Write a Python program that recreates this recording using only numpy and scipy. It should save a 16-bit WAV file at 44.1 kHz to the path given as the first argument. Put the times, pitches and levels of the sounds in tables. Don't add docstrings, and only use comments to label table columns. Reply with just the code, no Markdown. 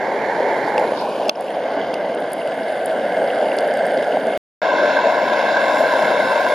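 import sys
import numpy as np
from scipy import signal
from scipy.io import wavfile
from scipy.ndimage import uniform_filter1d, minimum_filter1d

SR = 44100
rng = np.random.default_rng(int(sys.argv[2]) if len(sys.argv) > 2 else 0)


def digitize_waveform(pressure):
    field = np.atleast_2d(pressure).T
    bounded = np.clip(field, -1, 1)
    quanta = np.round(bounded * 32767).astype(np.int16)
    wavfile.write(sys.argv[1], SR, quanta)


N = 288411
HOP, FRAME = 256, 1024

# (start [s], end [s])
SILENCE = (4.3755, 4.6175)
PLACES = [.72, 1.1, 1.8, 3.3, 4.6]
# (frequency [Hz], relative level [dB], t60 [s])
BODY = [(3400, 0, .012), (4400, -3, .01), (4900, 1, .011), (5700, -8, .01), (6500, -8, .008),
        (7400, -6, .009), (8400, -1, .008), (9700, 0, .009), (10400, -1, .009), (11000, -2, .008),
        (12200, -2, .007), (13200, -4, .006), (14300, -6, .005)]


def gain_of(db):
    return 10 ** (np.asarray(db) / 20)


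def evened(x):
    return x / np.sqrt(np.mean(x ** 2) + 1e-20)


def bandpass(order, lo_hz, hi_hz, x):
    sos = signal.butter(order, [lo_hz, hi_hz], "band", fs=SR, output="sos")
    return signal.sosfilt(sos, x)


def read(points, hz):
    f, value = np.transpose(points)
    return np.interp(np.log(hz + 1), np.log(f + 1), value)


def add(mix, s, sound):
    part = mix[:, round(s * SR):][:, :sound.shape[1]]
    part += sound[:, :part.shape[1]]


def wander(lo_hz, hi_hz):
    return evened(bandpass(1, lo_hz, hi_hz, rng.standard_normal(N)))


def by_place(tables, hz, t):
    when = PLACES if len(tables) == len(PLACES) else PLACES[::2]
    t = np.where(t < np.mean(SILENCE), np.minimum(t, when[-2]), when[-1])
    share = np.array([np.interp(t, when, one) for one in np.eye(len(when))])
    return np.array([read(table, hz) for table in tables]).T @ share


def at_places(values, t):
    return np.where(t < np.mean(SILENCE), np.interp(t, PLACES[:-1], values[:-1]), values[-1])


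def ports(hz, t):
    # (frequency [Hz], left minus right [dB])
    lean = [
        [(100, 1.5), (1000, 0), (1400, -5.5), (2200, -7), (2600, 0.5), (4000, -1), (5700, 6.5), (6800, -7.5),
         (8500, 4.5), (10300, 1.5), (12000, -3.5)],
        [(100, 1), (900, -0.5), (1200, 1.5), (1600, -1), (1950, -3.5), (2250, -.5), (2800, -2.5), (3700, 0),
         (4300, -1), (5600, 7.5), (7500, -9.5), (8500, -2.5), (9800, 5), (11800, -8), (13500, -2)],
        [(100, 0), (800, 3), (1200, 1.5), (1600, -1.5), (2200, -3), (3600, -1), (4200, -5), (4700, 1),
         (5700, 6), (7500, -8.5), (8500, 1.5), (10300, 3), (12000, -5)],
    ]
    # (frequency [Hz], left lead [rad])
    lead = [
        [(100, 0), (2300, 0), (2600, 0.89), (3400, 0), (5170, .6), (6200, -1.1), (6800, -.3), (8500, .7),
         (10600, -1), (12000, 0.35)],
        [(100, 0), (1200, .15), (1400, -.3), (1900, -.2), (2800, .4), (3300, .5), (4200, .1), (5200, .7),
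         (6200, -1.1), (8300, .8), (9600, -.1), (11000, -1.3), (11900, .1)],
        [(100, 0), (600, -.1), (1000, -.35), (1300, -1), (1600, -.5), (2500, -.1), (3700, -.2), (4300, .3),
         (5250, .7), (6100, -1.3), (8300, .3), (10800, -.9), (12200, .25)],
    ]
    left = gain_of(by_place(lean, hz, t) / 2) * np.exp(.5j * by_place(lead, hz, t))
    return np.array([left, 1 / left])


def through_ports(pair):
    hz, t, z = signal.stft(pair, SR, nperseg=FRAME, noverlap=FRAME - HOP)
    return signal.istft(z * ports(hz, t), SR, nperseg=FRAME, noverlap=FRAME - HOP)[1][:, :N]


def flame_layer(shape, level_db, flutter, patchy_db):
    # (frequency [Hz], likeness [0..1])
    likeness = [(60, 0.36), (150, 0.99), (300, 1), (850, 1), (1200, 0.84), (1450, 0.97), (1950, 0.91),
                (3600, 0.91), (4200, 0.65), (4700, 0.96), (6000, 0.69), (7600, .3), (8400, 0.98),
                (9000, .3), (10000, 0.74), (11300, 0.19), (13000, 0.594)]
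    # (time [s], centre [Hz], gain [dB])
    sweep = [(.8, 1800, 0), (.96, 1900, -7), (1.2, 2060, -3), (1.4, 1900, 0)]
    sweep_width_hz = 110
    noise = rng.standard_normal((2, N)) * flutter
    hz, t, (a, b) = signal.stft(noise, SR, nperseg=FRAME, noverlap=FRAME - HOP)
    patches = uniform_filter1d(rng.standard_normal(a.shape), 10, 0)
    patches = evened(uniform_filter1d(patches, 12, 1))

    inside = (hz >= shape[0][0][0]) & (hz <= shape[0][-1][0])
    colour = gain_of(by_place(shape, hz, t)) * inside[:, None]
    colour /= np.sqrt(np.mean(colour ** 2, 0))
    when, dip_hz, dip_db = np.transpose(sweep)
    off = (hz[:, None] - np.interp(t, when, dip_hz)) / sweep_width_hz
    colour *= gain_of(np.interp(t, when, dip_db) * np.exp(-.5 * off ** 2))

    same = np.clip(read(likeness, hz), 0, 1)[:, None]
    common = np.sqrt((1 + same) / 2) * a
    apart = np.sqrt((1 - same) / 2) * b
    z = np.array([common + apart, common - apart]) * ports(hz, t)
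    z *= colour * gain_of(patchy_db * patches)
    out = signal.istft(z, SR, nperseg=FRAME, noverlap=FRAME - HOP)[1][:, :N]
    return gain_of(level_db) * out / np.sqrt(np.mean(out.mean(0) ** 2))


def flame():
    # (frequency [Hz], relative density [dB per Hz])
    roar_shape = [
        [(18, -82), (30, -53.5), (238, -8), (287, -9), (379, -3.5), (528, 1), (590, 1.5), (697, -2.5),
         (887, -1), (1280, -22), (1570, -10.5), (2160, -12), (2500, -30.5), (3250, -55.5), (5500, -120)],
        [(18, -73), (30, -48.5), (86, -46), (213, -20), (292, -19.5), (339, -20.5), (624, -7.5), (1090, -23),
         (1310, -38), (1430, -27.5), (1830, -32), (2040, -40.5), (2500, -31.5), (3250, -62), (5500, -120)],
        [(18, -73), (30, -49), (70, -45.5), (156, -22.5), (326, -10.5), (365, -22.5), (393, -11.5), (648, -2.5),
         (1310, -28.5), (1570, -17), (1860, -29.5), (2120, -20.5), (2500, -43), (3250, -71.5), (5500, -120)],
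        [(18, -80), (30, -53), (59, -58), (177, -18.5), (247, -11.5), (372, -15), (473, -4.5), (636, 1.5),
         (1240, -29), (1570, -12), (1890, -24.5), (2120, -17.5), (2500, -40), (3250, -69), (5500, -120)],
        [(35, -78), (60, -49.5), (268, -12), (350, -15.5), (429, -13), (604, 1), (839, -11.5), (996, -6),
         (1090, -11), (1200, -29), (1490, -9.5), (1570, -3), (1860, -26.5), (2140, -15), (2500, -33.5),
         (3250, -29), (5500, -120)],
    ]
    # (frequency [Hz], relative density [dB per Hz])
    hiss_shape = [
        [(1410, -12.5), (2400, -16.5), (2720, 1), (2900, 0.5), (3620, -2), (4310, -2), (5740, -11.5),
         (6980, -13), (7500, -18.5), (9750, -47.5), (16500, -120)],
        [(1410, -34.5), (2400, -10), (2780, 4.5), (3180, 3.5), (4000, -8), (4750, -3), (5990, -20), (6530, -10),
         (7500, -36.5), (9750, -62), (16500, -120)],
        [(1410, -27.5), (2400, -13.5), (2690, 4.5), (3100, -26), (3370, -1.5), (3700, -1), (4550, -10),
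         (5220, -8.5), (5990, -18.5), (7050, -17), (7500, -32.5), (9750, -57.5), (16500, -120)],
    ]
    # (frequency [Hz], relative density [dB per Hz])
    fizz_shape = [
        [(4350, -39), (7100, -5), (7750, -11), (8390, -2.5), (9000, -8.5), (9600, 3.5), (10500, 4), (11500, -6),
         (13300, -8.5), (15400, -28)],
        [(4350, -30), (7400, -2), (7770, -12.5), (8340, 3), (8980, -17.5), (9540, 4), (10100, 6), (11200, -5),
         (13500, -15.5), (15400, -30.5)],
        [(4350, -18), (7400, 2), (7800, -11), (8600, -4), (9000, -10), (10100, 3.5), (10700, 1), (11300, -27.5),
         (11800, 0), (12300, -5), (14400, -27.5), (15400, -51)],
    ]
    # (time [s], level [dB])
    roar_level = [(0, -20.5), (.4, -19), (.85, -18.5), (1.05, -21.5), (1.27, -19.5), (1.6, -21.5),
                  (1.8, -19.5), (2.0, -22.5), (2.6, -21.5), (3.3, -18), (4.0, -17.5), (4.4, -19.5),
                  (4.6, -18), (4.9, -15), (5.2, -17), (5.5, -15.5), (6.54, -16)]
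    hiss_under_db = [-24.5, -21.5, -23, -25, -19]
    # (time [s], level [dB])
    fizz_level = [(0, -62), (.5, -57), (1.27, -55), (1.48, -55), (1.6, -63), (2.0, -64), (2.4, -57),
                  (4.0, -54.5), (4.4, -56), (4.6, -61), (4.9, -56), (5.5, -53), (5.8, -48), (6.54, -49.5)]
    t = np.arange(N) / SR
    roar_db = np.interp(t, *np.transpose(roar_level))
    hiss_db = roar_db + at_places(hiss_under_db, t)
    fizz_db = np.interp(t, *np.transpose(fizz_level))
    burning, sputter = wander(16.0, 120.), wander(8., 600.)
    roar = flame_layer(roar_shape, roar_db, gain_of(1.14 * burning + .7 * sputter), patchy_db=1.29)
    hiss = flame_layer(hiss_shape, hiss_db, gain_of(.87 * burning + 1.6 * sputter), patchy_db=1.4)
    fizz = flame_layer(fizz_shape, fizz_db, gain_of(.7 * burning + 1.4 * sputter), patchy_db=3.0)
    return roar + hiss + fizz


def handling():
    # (time [s], rise [dB], half length [s])
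    jolts = [(.87, 16, 0.1), (3.65, 7, .15), (5.85, 10, .1)]
    rumble_db, resting_dip_db = -74.5, -4.5
    t = np.arange(N) / SR
    a, b = rng.standard_normal((2, N))
    rumble = evened(bandpass(3, 18., 75., [a + .5 * b, a - .5 * b]))
    resting = np.interp(t, [PLACES[1], PLACES[2], SILENCE[0], N / SR], [0, 1, 1, 0])
    jolts_db = sum(db * np.maximum(1 - abs(t - s) / half_s, 0) for s, db, half_s in jolts)
    return rumble * gain_of(rumble_db + resting_dip_db * resting + jolts_db)


def burst(lo_hz, hi_hz, t60_s, noise):
    t = np.arange(noise.shape[1]) / SR
    envelope = np.minimum(t / .001, 1) * gain_of(-60 * t / t60_s)
    out = bandpass(4, lo_hz, hi_hz, noise * envelope)
    return out * np.sqrt(SR / 1000 / np.sum(out ** 2))


def crackle():
    out = np.zeros((2, N))
    near = np.interp(np.arange(N) / SR, [PLACES[0], PLACES[2], *SILENCE], [.38, .69, 1.0, .19])
    # (lowest [Hz], highest [Hz], least level when near [dB], rate [1/s])
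    kinds = [(2400., 3800., -41., 170.), (2700., 4900., -45., 110.), (8000., 11500., -57., 120.)]
    for lo_hz, hi_hz, db, rate in kinds:
        extra_db = 4. * np.minimum(rng.exponential(1, N), 3.4)
        size = gain_of(db + extra_db) * (rng.random(N) < rate / SR) * near
        colour = rng.integers(0, 8, N)
        for k in range(8):
            noise = .4 * rng.standard_normal((2, 500)) + rng.standard_normal(500)
            grain = burst(lo_hz, hi_hz, .011, noise)
            out += signal.oaconvolve((size * (colour == k))[None], grain, axes=1)[:, :N]
    return out


def spit(centre_hz, pop_db, chance):
    rise_s, log_width, pop_top_hz, scatter_db = .0012, .2, 7000, 2.
    t = np.arange(800) / SR
    hz, db, t60_s = np.transpose(BODY)[:, :, None]
    turn, scatter, detune = chance.T[:, :, None]
    tones = np.sin(2 * np.pi * hz * (1 + .015 * detune) * t + 3 * turn)
    modes = gain_of(db + scatter_db * scatter - 60 * t / t60_s) * tones
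    pair = modes * np.minimum(t / rise_s, 1) ** 2 * np.ones((2, 1, 1))
    bright = (pair * np.exp(-.5 * (np.log(hz / centre_hz) / log_width) ** 2)).sum(1)
    pop = (pair * (hz < pop_top_hz)).sum(1)
    both = bright / np.linalg.norm(bright) + gain_of(pop_db) * pop / np.linalg.norm(pop)
    return np.sqrt(SR / 1000) * both


def frying():
    # (time [s], bright part re 1 ms tone of peak 1 [dB], centre [Hz], low pop re bright part [dB])
    spits = [(.7792, -33, 8200, 9), (.7955, -37, 8800, 2), (1.009, -39, 10500, -10), (1.092, -40, 8400, -8),
             (1.282, -35, 8000, 2), (1.408, -28, 9950, -12), (1.4234, -38, 9970, -8),
             (1.504, -38, 9200, -6), (1.9403, -33, 9000, 10), (2.147, -35, 8600, -8),
             (2.2023, -39, 10300, -8), (2.319, -35, 10200, -6), (2.3318, -21, 10200, -15),
             (2.4737, -38, 9980, 2), (2.8584, -20, 9800, -19), (3.533, -38, 10000, -6),
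             (3.5668, -32, 9900, -10), (3.5858, -27, 8600, 8), (3.606, -34, 9400, -6),
             (3.676, -37, 9720, -8), (3.7383, -35, 8600, 0), (3.7712, -35, 9600, -8),
             (3.855, -36, 8350, -2), (3.8655, -30, 10500, -14), (3.9179, -39, 8470, -6),
             (3.9394, -37, 10000, -6), (3.9734, -44, 8000, 13), (4.0248, -44, 8000, 13),
             (4.043, -44, 8000, 12), (4.2681, -37, 8800, 3)]
    # (time [s], level before rise and decay [dB], starting pitch [Hz])
    blips = [(0.7792, -7.5, 2580), (1.1254, -24, 2900), (1.255, -18, 2800), (1.2795, -24, 5100),
             (1.3514, -17, 2700), (1.356, -19, 5100), (1.483, -15.5, 2680), (1.814, -19, 3070),
             (1.941, -15, 2700), (2.4168, -18, 2720), (2.4743, -19, 2740), (2.5995, -23, 2770),
             (2.9087, -23, 3030), (3.019, -29, 3500), (3.208, -25, 2900), (3.302, -14, 2750),
             (3.436, -21, 3000), (3.518, -12, 2680), (3.5873, -17.5, 2770), (3.6062, -28, 2800),
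             (3.9734, -21, 2840), (4.0248, -23, 2760), (4.1235, -16, 2800), (4.336, -17, 2730)]
    out, t = np.zeros((2, N)), np.arange(1500) / SR
    chances = rng.standard_normal((len(spits), len(BODY), 3))
    for (s, db, hz, pop_db), chance in zip(spits, chances):
        add(out, s, gain_of(db) * spit(hz, pop_db, chance))
    for s, db, hz in blips:
        envelope = np.minimum(t / .0012, 1) * gain_of(db - 60 * t / .009)
        blip = np.sin(2 * np.pi * hz * t * (1 + 10 * t)) * envelope
        add(out, s, np.array([blip, blip]))
    return out


def roar_surges():
    # (time [s], level before rise and decay [dB], frequency [Hz])
    surges = [(.7795, -4, 860), (.9200, 1, 596), (4.1700, 1, 690)]
    t60_s = .018
    out, t = np.zeros((2, N)), np.arange(1500) / SR
    for s, db, hz in surges:
        tone = np.sin(2 * np.pi * hz * t) * np.minimum(t / .0015, 1) * gain_of(db - 60 * t / t60_s)
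        add(out, s, np.array([tone, tone]))
    return out


def rustle():
    # (centre [s], level at centre [dB], half length [s], lowest [Hz], highest [Hz])
    s, db, half_s, lo_hz, hi_hz = (1, -38, 0.07, 3300, 5300)
    t = np.arange(N) / SR
    grains = gain_of(3.7 * wander(30., 400.))
    noise = evened(bandpass(4, lo_hz, hi_hz, rng.standard_normal((2, N)) * grains))
    return gain_of(db) * noise * np.maximum(1 - abs(t - s) / half_s, 0)


def casing_click():
    # (frequency [Hz], relative level [dB], t60 [s], left minus right [dB], left lead [rad])
    casing = [(620, -17, .015, -10, 1.5), (1120, -9, .07, 0, 2.8), (1320, -9, .02, -3, 2.8),
              (2670, -4, .022, 0, -.9), (3430, -9, .02, -15, .4), (4390, -9, .02, 10, 1.0),
              (5060, -8, .018, 1, .9), (5950, -22, .012, 16, 0), (6400, -18, .011, 0, -1.4),
              (8050, -24, .008, -9, -.2), (9300, -27, .008, 3, .5), (10600, -27, .008, -9, 0),
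              (11950, -22, .008, -11, -.6), (13300, -22, .008, -7, 1.2), (15000, -27, .006, -3, 0)]
    click_s, click_db, crack_db = 1.2943, -2.5, -8
    out, t = np.zeros((2, N)), np.arange(3000) / SR
    hz, db, t60_s, lean_db, lead = np.transpose(casing)[:, :, None]
    sign = (-1.) ** np.arange(len(casing))
    ring = []
    for side in (.5, -.5):
        decay = gain_of(db + side * lean_db - 60 * t / t60_s)
        ring.append(sign @ (decay * np.sin(2 * np.pi * hz * t + side * lead)))
    ring = np.array(ring) * np.minimum(t / .001, 1)
    noise = rng.standard_normal((2, 3000)) + .5 * rng.standard_normal(3000)
    crack = gain_of(crack_db) * burst(2200, 5800, .018, noise)
    add(out, click_s, gain_of(click_db) * (ring + crack))
    return out


def scene():
    cooking = through_ports(frying() + crackle())
    return flame() + handling() + cooking + roar_surges() + rustle() + casing_click()


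def record(dry):
    # (centre [Hz], width [Hz])
    notch_hz, notch_width_hz = (9000, 200)
    threshold_db, cut_per_db = -12, 1.2
    release_share, recover_s = .72, .11
    edge_hz = 16500
    t = np.arange(N) / SR
    dry = signal.lfilter(*signal.iirnotch(notch_hz, notch_hz / notch_width_hz, SR), dry)

    treble = signal.sosfilt(signal.butter(4, 2200, "high", fs=SR, output="sos"), dry)
    treble_db = 20 * np.log10(abs(treble).max(0) + 1e-9)
    over_db = np.maximum(treble_db - threshold_db, 0)
    held_db = -minimum_filter1d(-over_db, size=2425, origin=1212)
    fall = t / recover_s
    tail_db = np.exp(np.maximum.accumulate(np.log(held_db + 1e-9) + fall) - fall)
    duck_db = cut_per_db * np.maximum(held_db, release_share * tail_db)
    duck_db = uniform_filter1d(duck_db, size=201, origin=100)

    on = (t < SILENCE[0]) | (t > SILENCE[1])
    out = np.clip(dry / gain_of(duck_db), -1, 1) * on
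    lowpass = signal.firwin(511, edge_hz, window=("kaiser", 9), fs=SR)
    return signal.oaconvolve(out, lowpass[None], "same")


dry = scene()
out = record(dry)
digitize_waveform(out)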